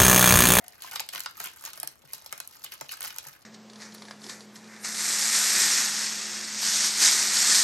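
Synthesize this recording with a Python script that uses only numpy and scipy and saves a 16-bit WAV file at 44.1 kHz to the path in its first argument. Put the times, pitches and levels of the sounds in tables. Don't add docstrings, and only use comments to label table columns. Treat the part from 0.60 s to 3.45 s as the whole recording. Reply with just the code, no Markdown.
import sys
import numpy as np
from scipy import signal
from scipy.fft import rfft, irfft, next_fast_len
from scipy.io import wavfile

SR = 44100
rng = np.random.default_rng(int(sys.argv[2]) if len(sys.argv) > 2 else 0)


def master_out(mix):
    frames = np.transpose(np.atleast_2d(mix))
    ceiling = np.clip(frames, -1, 1)
    pcm = np.round(ceiling * 32767).astype(np.int16)
    wavfile.write(sys.argv[1], SR, pcm)


N = 125685
TIME = np.arange(N) / SR


def from_db(db):
    return 10 ** (np.asarray(db) / 20)


def at_hz(points, hz):
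    point_hz, values = np.transpose(points)
    return np.interp(np.log(np.maximum(hz, 1)), np.log(point_hz), values)


def shaped(x, response):
    size = next_fast_len(2 * N)
    hz = np.arange(size // 2 + 1) * SR / size
    return irfft(rfft(x, size) * response(hz), size)[..., :N]


def bands():
    edges = np.geomspace(120, 17500, 17)
    for low, high in zip(edges, edges[1:]):
        sos = signal.butter(2, [low, high], "band", fs=SR, output="sos")
        yield np.sqrt(low * high), (high - low) / 1000, sos


def air():
    # hz, gain_db
    air_colour = [(25, -16), (70, 3), (150, -0.5), (250, -2), (900, -3.5), (16000, -48)]
    level_db, alike = -65.5, 0.16
    common, separate = rng.standard_normal(N), rng.standard_normal((2, N))
    noise = np.sqrt(alike) * common + np.sqrt(1 - alike) * separate
    noise = shaped(noise, lambda hz: from_db(at_hz(air_colour, hz)) * (hz > 20))
    return from_db(level_db) * noise / noise.std()


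def crinkle():
    # middle_s, half_length_s, level_db, extra_body_db (around body_hz)
    squeezes = [(0.255, 0.028, -46, -0.5), (0.348, 0.028, -38.5, 4), (0.557, 0.023, -39, 2),
                (0.625, 0.021, -46, -21), (0.805, 0.025, -43, 0), (0.861, 0.021, -39, -1.5),
                (1.067, 0.013, -41.5, 4.5), (1.24, 0.018, -52, 9), (1.542, 0.014, -42, -29),
                (1.935, 0.012, -46.5, -13), (2.049, 0.0116, -40, -9), (2.133, 0.013, -43, -2),
                (2.322, 0.022, -43, -7), (2.445, 0.0084, -32, 4), (2.47, 0.026, -39, -8.5),
                (2.665, 0.017, -46, -4.5)]
    # time_s, level_db
    rustle_levels = [(0, -58), (.18, -56.5), (.96, -54.5), (1.05, -49.5), (1.3, -57), (1.39, -63.5),
                     (1.56, -54), (2.25, -55.5), (2.37, -51), (2.7, -51.5), (2.85, -63.5)]
    # hz, gain_db
    crinkle_colour = [(150, -12), (400, -11), (1300, 3), (2500, -0.5), (6500, -2), (10000, 1.5), (13000, 4),
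                      (16000, -20)]
    cracks_per_s, crack_s = 800, 0.00051
    spread_db, tint_db = 6.5, 8
    body_hz, body_octaves = 860, 1.14
    rub = 0.054

    rustle = from_db(np.interp(TIME, *np.transpose(rustle_levels))) ** 2
    swells = []
    for middle, half, db, body_db in squeezes:
        swell = from_db(db) ** 2 * np.exp(-((TIME - middle) / half) ** 2)
        swells.append((swell, body_db))
    effort = rustle + sum(swell for swell, _ in swells)
    rate = cracks_per_s * (effort / effort.mean()) ** .15
    born = rng.random(N) < rate / SR
    sizes = from_db(spread_db * np.minimum(rng.exponential(1, N), 2.8)) ** 2
    tint = rng.uniform(0, 2 * np.pi, N)
    out = 0
    for hz, _, sos in bands():
        near_body = np.exp(-(np.log2(hz / body_hz) / body_octaves) ** 2)
        power = rustle + sum(swell * from_db(body_db * near_body) ** 2 for swell, body_db in swells)
        energy = sizes * from_db(tint_db * np.cos(2 * np.log2(hz) + tint)) ** 2
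        cracks = born * energy / energy.mean() * SR / rate
        drive = (rub + (1 - rub) * cracks) * power + 1e-18
        keep = np.exp(-2 / (SR * (crack_s + 1 / hz)))
        envelope = np.sqrt(signal.lfilter([1 - keep], [1, -keep], drive))
        hiss = signal.sosfilt(sos, envelope * rng.standard_normal(N))
        out = out + hiss * from_db(1 + at_hz(crinkle_colour, hz))
    return out


def slides():
    # middle_s, half_length_s, centre_hz, level_db
    strokes = [(0.034, 0.067, 717, -59), (0.022, .06, 1900, -64)]
    width_octaves = .17
    out = 0
    for middle, half, centre, db in strokes:
        hiss = shaped(rng.standard_normal(N),
                      lambda hz: 1 / (1 + (np.log2((hz + 1) / centre) / width_octaves) ** 2))
        swell = np.exp(-.5 * ((TIME - middle) / half) ** 2)
        out = out + from_db(db) * hiss / hiss.std() * swell
    return out


def snaps():
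    # start_s, low_db, middle_db, high_db
    creases = [(0.0812, -74, -46, -43), (0.2214, -52, -38.5, -39.5), (0.3126, -64, -44, -43),
               (0.32, -51, -39, -49), (0.3587, -41.5, -24, -37.5), (0.3961, -42, -21, -42),
               (.403, -48, -36.5, -31.5), (0.489, -52, -29.5, -39), (0.5352, -41.5, -34, -42.5),
               (0.558, -42, -26.5, -52), (0.5952, -54, -45, -40), (0.6043, -49, -30.5, -34.5),
               (0.6598, -46.5, -22.5, -44), (0.8014, -37.5, -33, -37.5), (0.841, -49, -41, -36.5),
               (1.0389, -44.5, -51, -42.5), (1.0516, -59, -35, -35.5), (1.133, -53, -40.5, -42.5),
               (1.1758, -45.5, -46, -45), (1.2, -113, -40, -34.5), (1.231, -40.5, -37, -32.5),
               (1.2745, -54, -38, -32), (1.5334, -46.5, -46.5, -31), (1.6614, -59, -37, -42),
               (1.7259, -36, -34.5, -34.5), (1.778, -56, -41.5, -47), (1.802, -42, -36, -35.5),
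               (1.8753, -81, -57, -39.5), (2.0452, -48.5, -58, -36.5), (2.121, -55, -34.5, -56),
               (2.2109, -45, -35, -39), (2.2922, -54, -29.5, -53), (2.32, -63, -35, -39.5),
               (2.4067, -45.5, -43, -37), (2.419, -46, -33.5, -46), (2.4281, -68, -42, -36),
               (2.449, -48, -48, -39), (2.5049, -49, -32.5, -52.5), (2.5625, -58, -47, -45),
               (2.5846, -48, -35, -33)]
    # low_hz, middle_hz, high_hz
    level_hz = (1100, 3800, 10500)
    # hz, gain_db
    snap_colour = [(380, -10), (700, 0.5), (1300, 1), (2500, -7.5), (6500, -7.5), (10000, 3.5),
                   (12800, -6.5), (16000, -23)]
    crack_s, crack_cycles = .0005, 1.6
    ring_spread = .45

    count = len(creases)
    out = np.zeros(N + SR)
    age = np.arange(1024) / SR
    span = .005 * SR
    for hz, khz, sos in bands():
        unevenness = np.exp(ring_spread * np.clip(rng.standard_normal((count, 1)), -2, 2))
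        decay = crack_s + crack_cycles / hz * unevenness
        noise = rng.standard_normal((count, len(age)))
        bursts = signal.sosfilt(sos, noise * np.exp(-age / decay))
        bursts *= np.sqrt(span * khz / np.sum(bursts ** 2, axis=1, keepdims=True))
        for (s, *levels), burst in zip(creases, bursts):
            level = np.interp(np.log(hz), np.log(level_hz), levels)
            start = int(s * SR)
            out[start:start + len(age)] += burst * from_db(level - 4 + at_hz(snap_colour, hz))
    return out[:N]


def ring(s, hz, t60):
    age = np.maximum(TIME - s, 0)
    return np.sin(2 * np.pi * hz * age) * from_db(-60 * age / t60)


def pops():
    # start_s, pitch_hz, level_db
    flips = [(.246, 1000, -35), (.4045, 856, -31.5), (.662, 1330, -27.5), (0.671, 1350, -36),
             (1.06, 6520, -29.5), (1.662, 790, -43), (2.219, 1300, -39), (2.292, 2930, -33.5),
             (2.335, 1530, -37.5)]
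    # ratio_to_pitch, level_db
    panel_modes = [(.66, -9.5), (.85, -1), (1, 3)]
    out = 0
    for s, hz, db in flips:
        modes = sum(from_db(db + mode_db) * ring(s, hz * ratio, .017) for ratio, mode_db in panel_modes)
        bass_cut = signal.butter(2, hz, "high", fs=SR, output="sos")
        out = out + signal.sosfilt(bass_cut, modes)
    return out


def knocks():
    # start_s, level_db, tilt_db_per_octave
    taps = [(1.231, -45.5, 8.5), (1.274, -55.5, 1.5), (1.436, -55, -0.5), (2.2105, -41, 4.5),
            (2.66, -50, 1.5)]
    # mode_hz, level_db
    packet_modes = [(147, -6), (280, -11.5), (430, -10), (620, -1), (870, -2)]
    peak_cycles = 2.46
    out = 0
    middle = np.median([hz for hz, _ in packet_modes])
    for s, db, tilt in taps:
        for hz, mode_db in packet_modes:
            cycles = np.maximum(TIME - s, 0) * hz
            swell = (cycles / peak_cycles * np.exp(1 - cycles / peak_cycles)) ** 3
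            gain = from_db(db + mode_db + tilt * np.log2(hz / middle))
            out = out + gain * swell * np.sin(2 * np.pi * cycles)
    return out


def desk(x):
    # mean_delay_s, level_db
    echoes = [(.0006, -23), (.0016, -11), (.0027, -4.5), (.013, -15)]
    out = np.zeros((2, N))
    for port in out:
        for delay, db in echoes:
            wander = np.sin(2 * np.pi * (rng.uniform(1, 2) * TIME + rng.random()))
            path = delay * (1 + .25 * wander)
            port += from_db(db) * np.interp(TIME - np.round(path * SR) / SR, TIME, x, left=0)
    treble_cut = signal.butter(1, 6060, fs=SR, output="sos")
    return signal.sosfilt(treble_cut, out)


def office(x):
    # hz, gain_db
    room_colour = [(1000, -4), (4500, 0), (10000, -16.5)]
    t60_s, build_s = 0.22, 0.0003
    age = TIME[:SR // 2]
    decay = from_db(-60 * age / t60_s) * (1 - np.exp(-age / build_s))
    tail = rng.standard_normal((2, len(age))) * decay
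    tail /= np.sqrt(np.sum(tail ** 2, axis=1, keepdims=True))
    ringing = signal.fftconvolve(x[None], tail, axes=1)[:, :N]
    return shaped(ringing, lambda hz: from_db(at_hz(room_colour, hz)))


def scene():
    # hz, left_lead_radians
    port_phase = [(700, 1.6), (1600, 0.5), (3900, 1.36), (5300, 1.5), (8500, -3.5), (10000, -2.5),
                  (12500, -6), (15000, -6.5)]
    wrapper = snaps() + crinkle() + pops() + slides() + knocks()
    near = wrapper + desk(wrapper)
    sides = np.array([[1], [-1]])
    direct = shaped(near, lambda hz: np.exp(.5j * at_hz(port_phase, hz) * sides))
    return direct + office(wrapper) + air()


def record(dry):
    # hz, left_minus_right_db
    port_balance = [(150, 7), (600, 2.5), (1700, 0.06)]
    sides = np.array([[1], [-1]])
    heard = shaped(dry, lambda hz: from_db(.5 * at_hz(port_balance, hz) * sides))
    top_cut = signal.ellip(10, .2, 70, 16200, fs=SR, output="sos")
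    return signal.sosfilt(top_cut, heard)


dry = scene()
out = record(dry)
master_out(out)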